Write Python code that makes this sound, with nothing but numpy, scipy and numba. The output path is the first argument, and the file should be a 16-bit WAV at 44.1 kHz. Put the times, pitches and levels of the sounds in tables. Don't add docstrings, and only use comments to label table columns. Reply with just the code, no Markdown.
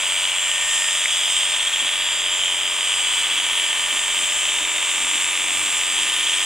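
import sys
import numpy as np
from scipy import signal
from scipy.fft import rfft, irfft
from scipy.io import wavfile
from scipy.ndimage import uniform_filter1d, map_coordinates
from numba import njit

SR = 44100
rng = np.random.default_rng(int(sys.argv[2]) if len(sys.argv) > 2 else 0)


def waveform_to_disk(signal):
    frames = np.transpose(np.atleast_2d(signal))
    scaled = np.clip(frames, -1, 1) * 32767
    samples = np.round(scaled).astype(np.int16)
    wavfile.write(sys.argv[1], SR, samples)


N = 284429
T = np.arange(N) / SR
FREQS = np.maximum(np.arange(N // 2 + 1) * SR / N, 1)

CAM_RATIO, STROKES, MOTOR_TURNS = 3 / 20, 6, 20
CAGE_RATIO, CAGE_PLAY = 0.3283, 0.35
FREE_HZ = 305.5
TREMBLE_HZ, TREMBLES_PER_S = 0.15, 14
# time_s, speed_hz
MOTOR_SPEED = [(0, 303), (0.35, 304.93), (0.95, 305.53), (1.7, 305.06), (2.2, 305.45), (2.8, 305.05),
               (3.2, 303.47), (3.75, 303.52), (4.35, 304.26), (4.75, 303.09), (5.35, 304.88), (5.8, 303.73),
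               (6.15, 303.77), (6.45, 304.88)]

# multiple (of the motor speed), level_db
STEADY_TONES = [(0.1, -63), (0.15, -62), (1.65, -64), (1.8, -58), (1.95, -59), (2.4, -55.5), (2.7, -56),
                (3.75, -54), (3.9, -51), (4.35, -54), (4.5, -55), (4.8, -51), (4.95, -53.5), (5.1, -48.5),
                (5.25, -50), (5.55, -48.5), (5.7, -54), (5.85, -47.5), (6.15, -51), (6.3, -47.5),
                (6.45, -47.5), (6.6, -49), (6.75, -49), (7, -47), (7.65, -40.5), (8, -44), (8.25, -42.5),
                (8.55, -44), (9, -42.5), (9.7, -41), (10, -40), (11.4, -44), (14, -52.5), (17, -55),
                (18, -56), (20, -53), (21, -48), (22, -46), (27, -43), (29, -43.5), (30, -56), (31, -51.5),
                (33, -56)]
SINGING_TONES = {"hum": 1.05, "purr": 1.35, "rotor": 2, "growl": 4, "drone": 6, "beat": 8 - CAGE_RATIO,
                 "grind": 7.95, "mesh": 10.05, "snarl": 10.35, "burr": 10.65, "ring": 11, "zing": 11.7,
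                 "sing": 12, "low warble": 16 - CAGE_RATIO, "warble": 16, "high warble": 16 + CAGE_RATIO,
                 "whine": 24, "keen": 25, "shrill": 26, "sizzle": 28, "squeak": 32}
RESTING_TONE_LEVELS = {"hum": -67.5, "purr": -65, "rotor": -48.2, "growl": -47, "drone": -46, "beat": -43,
                       "grind": -49, "mesh": -38.5, "snarl": -48, "burr": -43.5, "ring": -37.5, "zing": -43,
                       "sing": -38.5, "low warble": -52, "warble": -47, "high warble": -55, "whine": -41.5,
                       "keen": -36.5, "shrill": -45, "sizzle": -40, "squeak": -47.5, "squeal": -27}
# start_s, end_s, name, gain_db
FLARES = [(1.3, 6.6, "hum", 3), (1.75, 6.6, "hum", 6.5), (4.5, 6.6, "hum", 4.5), (1.25, 6.6, "purr", 6),
          (2.1, 6.6, "purr", 4.5), (1.62, 1.85, "rotor", -9), (2.9, 3.5, "rotor", -7),
          (4.85, 6.6, "rotor", -5), (6.1, 6.35, "rotor", -7), (1.6, 1.85, "growl", -9),
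          (3.7, 6.6, "growl", 3), (0.42, 1.15, "drone", 7), (0.45, 0.92, "drone", 5.5),
          (1.45, 2.25, "drone", 7), (3.4, 4.15, "drone", 7), (5.85, 6.6, "drone", 7.5),
          (2.2, 2.85, "beat", -5), (2.9, 6.6, "beat", 1.5), (4.65, 6.6, "grind", 9),
          (2.25, 4.75, "mesh", 5), (2.9, 3.7, "mesh", 2.5), (5.5, 6.1, "mesh", -5), (5.9, 6.6, "snarl", 12),
          (1.4, 3.1, "burr", 5), (1.05, 1.27, "ring", 7), (1.8, 2.6, "ring", 7), (2.88, 3.7, "ring", 6),
          (4.05, 4.7, "ring", -9), (1.25, 1.65, "zing", 10), (-0.1, 0.85, "sing", -7),
          (2.45, 3.15, "sing", -6), (3.55, 3.9, "sing", -12), (4.5, 6.6, "sing", 3),
          (0, 0.35, "low warble", 8), (0.6, 0.92, "low warble", 8), (1.12, 1.55, "low warble", 6),
          (1.85, 2.4, "low warble", 8), (2.6, 3.55, "low warble", 6.5), (5.6, 6.3, "low warble", 4),
          (0.06, 0.33, "warble", 6), (1.5, 1.8, "warble", -7), (1.9, 3.15, "warble", 3),
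          (2.55, 3.1, "warble", 3.5), (3.22, 3.5, "warble", -10), (3.65, 4.05, "warble", 4),
          (4.2, 4.85, "warble", -3), (5.52, 6.2, "warble", 6), (0.76, 1, "high warble", 10),
          (1.22, 1.62, "high warble", 11), (2.15, 2.62, "high warble", 10), (2.62, 3.1, "high warble", 4),
          (6.32, 6.6, "high warble", 11), (0.22, 0.55, "whine", 10), (0.62, 1.15, "whine", 9),
          (1.22, 1.42, "whine", 8), (1.55, 1.85, "whine", 8), (2.03, 2.55, "whine", 10),
          (3.95, 4.5, "whine", 6), (4.68, 5.85, "whine", 9), (1.85, 2.95, "keen", -9), (4.5, 5, "keen", -5),
          (6.1, 6.6, "keen", -8), (3.9, 4.7, "shrill", 6), (6.28, 6.6, "shrill", 10),
          (0, 0.22, "sizzle", 4), (1.75, 2.75, "sizzle", -8), (4.45, 4.7, "sizzle", -10),
          (0.45, 1.05, "squeak", 5), (1.1, 1.75, "squeak", -6), (3.05, 4.05, "squeak", 7),
          (4.15, 6.3, "squeak", 4), (5.7, 6.3, "squeak", 4.5), (1.5, 1.8, "squeal", 7.5),
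          (1.8, 2.5, "squeal", 2), (3.3, 4.2, "squeal", 3)]
FLARE_FADE_S = 0.16
# pitch_hz, depth (share of the tone)
FADING_DEPTH = [(300, 0.081), (1800, 0.12), (3300, 0.26), (5000, 0.49), (8000, .42)]
FADING_HZ, FLUTTER_HZ, FLUTTER_SHARE = 3.533, 17, 0.92
SQUEAL_PLACE, SQUEAL_WIDTH = 3.4, 0.65

# place (strokes), free_force_db (running free),
# load_db (added at full drag), swing_db (up and down with the bearing cage)
REVERSALS = [(0.14, -13, 7, 0), (1.13, -7, 5, 0.5), (2.07, -7.5, 2, 0), (3.1, -6, 7, 0.5),
             (4.13, -8.5, 3, 0), (5.13, -4, 2.5, 2.2)]
# time_s, drag (0 free to 1 full)
FUR_DRAG = [(0, 0.29), (0.95, 0.26), (1.8, 0.16), (2.45, 0.027), (3.2, 0.49), (4.3, 0.23), (4.75, 0.44),
            (5.3, 0.87), (5.9, 0.49), (6.45, 0.51)]
KNOCK_DB = -13.2
# time_s, housing_level_db (before both rings are adjusted),
# upper_ring_db (how far the grip frees or damps the ring), ring_pitch_hz
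HAND_HOLD = [(0, -25, 2.5, 3150), (0.4, -26.5, 6, 2900), (0.8, -25, -2, 3180), (1.05, -25.5, 2.5, 3330),
             (1.3, -26, 4, 3130), (1.7, -24.5, 0, 3370), (2.1, -26, 0, 3270), (2.55, -30, 7, 3060),
             (3.25, -23.5, -0.5, 3160), (3.9, -26, -3, 3180), (4.4, -26, 2, 3080), (4.75, -25.5, -3, 3150),
             (5.6, -26.5, -2, 3100), (6.25, -23.5, 2.5, 3220), (6.45, -25.5, 5.5, 3280)]
# pitch_hz, level_db
HOUSING_RESPONSE = [(760, -38), (1300, -17.5), (1690, -11.5), (1840, -15), (2220, -9), (2360, -10),
                    (2630, -6), (3240, 0), (3650, -6.5), (3860, -11.5), (4460, -24), (4600, -21.5),
                    (5980, -61.5), (10100, -120)]
LOWER_RING_DB, LOWER_DRAG_DB = -5.5, 2.5
CLUMP_DB, CLUMPS_PER_S = 1.6, 20
CATCH_DB, CATCHES_PER_S = 1.5, 300
# time_s, level_db
BLADE_LEVEL = [(0, -29), (0.4, -30), (0.8, -27), (1.3, -28), (2.1, -31.5), (2.7, -30), (3.1, -29.5),
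               (6.1, -28), (6.45, -27.5)]
# pitch_hz, level_db
STEEL_RESPONSE = [(2590, -36.5), (4400, -18.5), (4570, -20), (4810, -11), (5210, -9.5), (6040, -7),
                  (7490, 2.5), (9300, -5), (10100, -10), (10500, -16), (11800, -32), (14600, -24),
                  (15500, -28)]
# pitch_hz, level_db
SHAKE_RESPONSE = [(6900, -10), (9800, -8), (10600, 3), (12000, 5.5)]
HAIR_DB, HAIR_DB_PER_SAG_HZ = -38.5, 0.4
# pitch_hz, level_db
HAIR_RESPONSE = [(150, -23), (250, -18.5), (330, -16.5), (440, -14.5), (600, -9.5), (760, -8), (950, 0.5),
                 (1150, -3), (1400, -11), (2000, -24), (4000, -28.5)]

# pitch_hz, level_db
ROOM_RESPONSE = [(15, -9), (28, 3), (46, -1.5), (65, -8), (110, -9.5), (170, -19), (300, -23)]
# start_s, level_db, pitch_hz, decay_s (twice the time to the peak)
CLICKS = [(1.0573, -3.5, 2150, 0.0011), (1.82, -53, 171, 0.037), (5.57, -49, 115, 0.045)]
# start_s, length_s, level_db
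RUSTLES = [(1.777, 0.1, -46), (3.9, 0.11, -50), (4.137, 0.13, -49), (4.51, 0.17, -50), (4.95, 0.15, -49),
           (5.105, 0.11, -48), (5.308, 0.55, -47.5), (5.817, 0.34, -50.5)]
RESTING_HAND_DB = -61.5

# pitch_hz, phase_radians
PORT_PHASE = [(20, 0), (1850, -.02), (2300, -.33), (3400, -.45), (5900, -.85), (8000, -1.15), (11000, -1.7),
              (15000, -2.2)]
# pitch_hz, level_db
REFLECTED = [(60, -22), (300, -26), (600, -17), (1500, -28), (2500, -17), (5000, -11), (8500, -9),
             (13000, 3)]
TOP_HZ = 15500


def undb(db):
    return 10 ** (np.asarray(db) / 20)


def unit(x):
    return x / np.sqrt(np.mean(x ** 2))


def curves(table):
    s, *columns = np.transpose(table)
    return [np.interp(T, s, c) for c in columns]


def walk(rate):
    knots = rng.standard_normal(int(N / SR * rate) + 3)
    fine = signal.resample_poly(knots, 8, 1)
    return np.interp(T * rate * 8, np.arange(len(fine)), fine)


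def colour(x, points):
    hz, db = np.transpose(points)
    gain = undb(np.interp(np.log(FREQS), np.log(hz), db))
    cepstrum = irfft(np.log(gain), N)
    cepstrum[1:N // 2] *= 2
    cepstrum[N // 2 + 1:] = 0
    return irfft(rfft(x) * np.exp(rfft(cepstrum)), N)


def resonance(x, hz, width_hz):
    return irfft(rfft(x) / (1 + 1j * (FREQS ** 2 - hz ** 2) / (FREQS * width_hz)), N)


@njit
def moving_resonance(x, hz, width_hz):
    out, band, low = np.empty(len(x)), 0., 0.
    for i in range(len(x)):
        g, k = np.tan(np.pi * hz[i] / SR), width_hz / hz[i]
        v = (band + g * (x[i] - low)) / (1 + g * (g + k))
        band, low, out[i] = 2 * v - band, low + 2 * g * v, k * v
    return out


def flare_gain(name):
    gain_db = 0
    for start, end, which, db in FLARES:
        if which == name:
            gain_db = gain_db + db * np.clip(.5 + np.minimum(T - start, end - T) / FLARE_FADE_S, 0, 1)
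    return gain_db


def tone(turns, multiple, db):
    depth = np.interp(multiple * FREE_HZ, *np.transpose(FADING_DEPTH))
    fading = walk(FADING_HZ) + 1j * walk(FADING_HZ)
    flutter = walk(FLUTTER_HZ) + 1j * walk(FLUTTER_HZ)
    stray = fading + FLUTTER_SHARE * flutter
    wave = (1 + depth * stray / np.sqrt(2)) * np.exp(2j * np.pi * (multiple * turns + rng.random()))
    return undb(db) * unit(wave.imag)


def motor(turns):
    steady = sum(tone(turns, multiple, db) for multiple, db in STEADY_TONES)
    singing = sum(tone(turns, multiple, RESTING_TONE_LEVELS[name] + flare_gain(name))
                  for name, multiple in SINGING_TONES.items())
    place = 2 * CAM_RATIO * turns % STROKES
    tight = np.exp(-((place - SQUEAL_PLACE) / SQUEAL_WIDTH) ** 2)
    squeal = tone(turns, SINGING_TONES["burr"], RESTING_TONE_LEVELS["squeal"] + flare_gain("squeal"))
    return steady + singing + tight * squeal


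def reversals(turns, drag, scatter_db, jitter_s):
    strokes = 2 * CAM_RATIO * turns
    cycles = np.arange(int(strokes[-1] / STROKES) + 1)
    place, free_db, load_db, swing_db = np.transpose(REVERSALS)
    free_db, load_db, swing_db = [np.tile(c, len(cycles)) for c in (free_db, load_db, swing_db)]
    chance = rng.standard_normal((len(cycles) * STROKES, 2))
    at = np.interp((STROKES * cycles[:, None] + place).ravel(), strokes, T, right=np.inf)
    at = at + jitter_s * chance[:, 0]
    play = np.cos(2 * np.pi * (CAGE_RATIO * np.interp(at, T, turns) - CAGE_PLAY))
    force = undb(free_db + load_db * np.interp(at, T, drag) + swing_db * play + scatter_db * chance[:, 1])
    inside = (at > 0) & (at * SR < N - 2)
    index, part = np.divmod(at[inside] * SR, 1)
    index, force = index.astype(int), force[inside]
    return np.bincount(index, force * (1 - part), N) + np.bincount(index + 1, force * part, N)


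def chatter(blows, width_s):
    lag = np.arange(-SR // 50, SR // 50 + 1) / SR
    return signal.fftconvolve(blows, np.exp(-np.abs(lag) / width_s), "same")


def bending_wave(blows, first_hz, last_hz, length_s):
    age = T[:int(length_s * SR)]
    swell = np.sin(np.pi * age / length_s) ** 2
    wave = swell * signal.chirp(age, first_hz, length_s, last_hz, method="logarithmic")
    return signal.fftconvolve(blows, wave, "same")


def surface(laps):
    size = int(N / laps[-1])
    track = rng.standard_normal(size)
    return unit(map_coordinates(track, [laps % 1 * size], order=3, mode="grid-wrap"))


def shifting(laps, rate):
    angle = 1.61 * walk(rate)
    return np.cos(angle) * surface(laps) + np.sin(angle) * surface(laps)


def rasp(turns, blade_db, shift_db, loose_db, shift_rate):
    cycles, strokes = turns / MOTOR_TURNS, 2 * CAM_RATIO * turns
    direction = (-1) ** np.floor(strokes)
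    gear_marks = surface(cycles)
    blade_marks = undb(blade_db) * shifting(strokes, shift_rate) * direction
    shifted = undb(shift_db) * shifting(cycles, shift_rate)
    loose = undb(loose_db) * rng.standard_normal(N)
    return unit(gear_marks + blade_marks + shifted + loose)


def housing_rasp(turns, drag, pressure, tufts):
    housing_db, upper_db, ring_hz = curves(HAND_HOLD)
    gear = rasp(turns, blade_db=1.5, shift_db=3.5, loose_db=4.0, shift_rate=1.808)
    pinion = 0.36 * np.cos(2 * np.pi * turns)
    load = 0.083 * np.cos(2 * np.pi * (2 * CAM_RATIO * turns - .13))
    catches = undb(CATCH_DB * walk(CATCHES_PER_S))
    body = unit(colour(gear * catches * (1 + pinion + load + 0.28 * pressure), HOUSING_RESPONSE))
    lower_gain = undb(LOWER_RING_DB + LOWER_DRAG_DB * drag)
    upper_gain = undb(upper_db + CLUMP_DB * walk(CLUMPS_PER_S))
    lower_ring = (lower_gain - 1) * resonance(body, 2200, 810)
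    upper_ring = (upper_gain - 1) * moving_resonance(body, ring_hz, 270.0)
    return (body + lower_ring + upper_ring) * undb(housing_db + 0.51 * tufts)


def steel_buzz(turns, pressure, tufts):
    slide = rasp(turns, blade_db=7.5, shift_db=2, loose_db=11.5, shift_rate=2.5)
    shake = unit(colour(shifting(turns, rate=2.455), SHAKE_RESPONSE))
    ripple = 1 + 0.09 * np.cos(2 * np.pi * turns) + 0.06 * np.cos(2 * np.pi * CAGE_RATIO * turns)
    blade = unit(colour((slide + shake) * ripple * (1 + 0.5 * pressure), STEEL_RESPONSE))
    return blade * undb(curves(BLADE_LEVEL)[0] + 0.62 * tufts)


def hair_crunch(turns, sag_hz, pressure):
    hair = rasp(turns, blade_db=2.0, shift_db=5.0, loose_db=10.5, shift_rate=3)
    crunch = unit(colour(hair * (1 + 0.95 * pressure), HAIR_RESPONSE))
    return crunch * undb(HAIR_DB + HAIR_DB_PER_SAG_HZ * sag_hz)


def cutter(turns, sag_hz):
    drag = curves(FUR_DRAG)[0]
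    blows = reversals(turns, drag, scatter_db=0.8, jitter_s=.00004)
    pressure = chatter(blows, width_s=0.0017)
    knocks = undb(KNOCK_DB) * bending_wave(blows, first_hz=4156, last_hz=1554, length_s=0.004491)
    tufts = walk(11)
    body = housing_rasp(turns, drag, pressure, tufts)
    return knocks + body + steel_buzz(turns, pressure, tufts) + hair_crunch(turns, sag_hz, pressure)


def room_rumble():
    return undb(-53.5) * unit(colour(rng.standard_normal(N), ROOM_RESPONSE))


def handling():
    rustle = resonance(resonance(rng.standard_normal(N), 277, 150), 277, 150)
    strokes = sum(undb(db) * np.sin(np.pi * np.clip((T - s) / length, 0, 1)) for s, length, db in RUSTLES)
    resting = undb(RESTING_HAND_DB + 3.6 * walk(7.1))
    out = unit(rustle) * np.hypot(strokes, resting)
    for s, db, hz, decay_s in CLICKS:
        age = np.maximum(T - s, 0)
        envelope = np.exp(1 - 2 * age / decay_s) * 2 * age / decay_s
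        out = out + undb(db) * envelope * np.sin(2 * np.pi * hz * age)
    return out


def port_difference(mid):
    phase = np.interp(FREQS, *np.transpose(PORT_PHASE))
    return irfft(rfft(mid) * 1j * np.tan(phase / 2), N)


def reflections(mid):
    age = T[:SR // 20]
    scatter = rng.standard_normal(len(age)) * np.exp(-age / 0.0008)
    return undb(-50) * unit(signal.fftconvolve(colour(mid, REFLECTED), scatter)[:N])


def scene():
    speed_hz = curves(MOTOR_SPEED)[0]
    turns = np.cumsum(speed_hz + TREMBLE_HZ * walk(TREMBLES_PER_S)) / SR
    mid = motor(turns) + cutter(turns, FREE_HZ - speed_hz) + room_rumble() + handling()
    side = port_difference(mid) + reflections(mid)
    return np.array([mid + side, mid - side])


@njit
def peak_follower(x, release):
    out, e = np.empty(len(x)), 0.
    for i in range(len(x)):
        e = max(x[i], e * release)
        out[i] = e
    return out


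def record(dry, limit_db=-5, release_s=0.18):
    peak = peak_follower(np.abs(dry).max(axis=0), np.exp(-1 / (release_s * SR)))
    gain = np.minimum(1, undb(limit_db) / (peak + 1e-9))
    gain = uniform_filter1d(gain, size=40)
    low_pass = signal.ellip(8, .2, 70, TOP_HZ, fs=SR, output="sos")
    return signal.sosfilt(low_pass, dry * gain)


dry = scene()
out = record(dry)
waveform_to_disk(out)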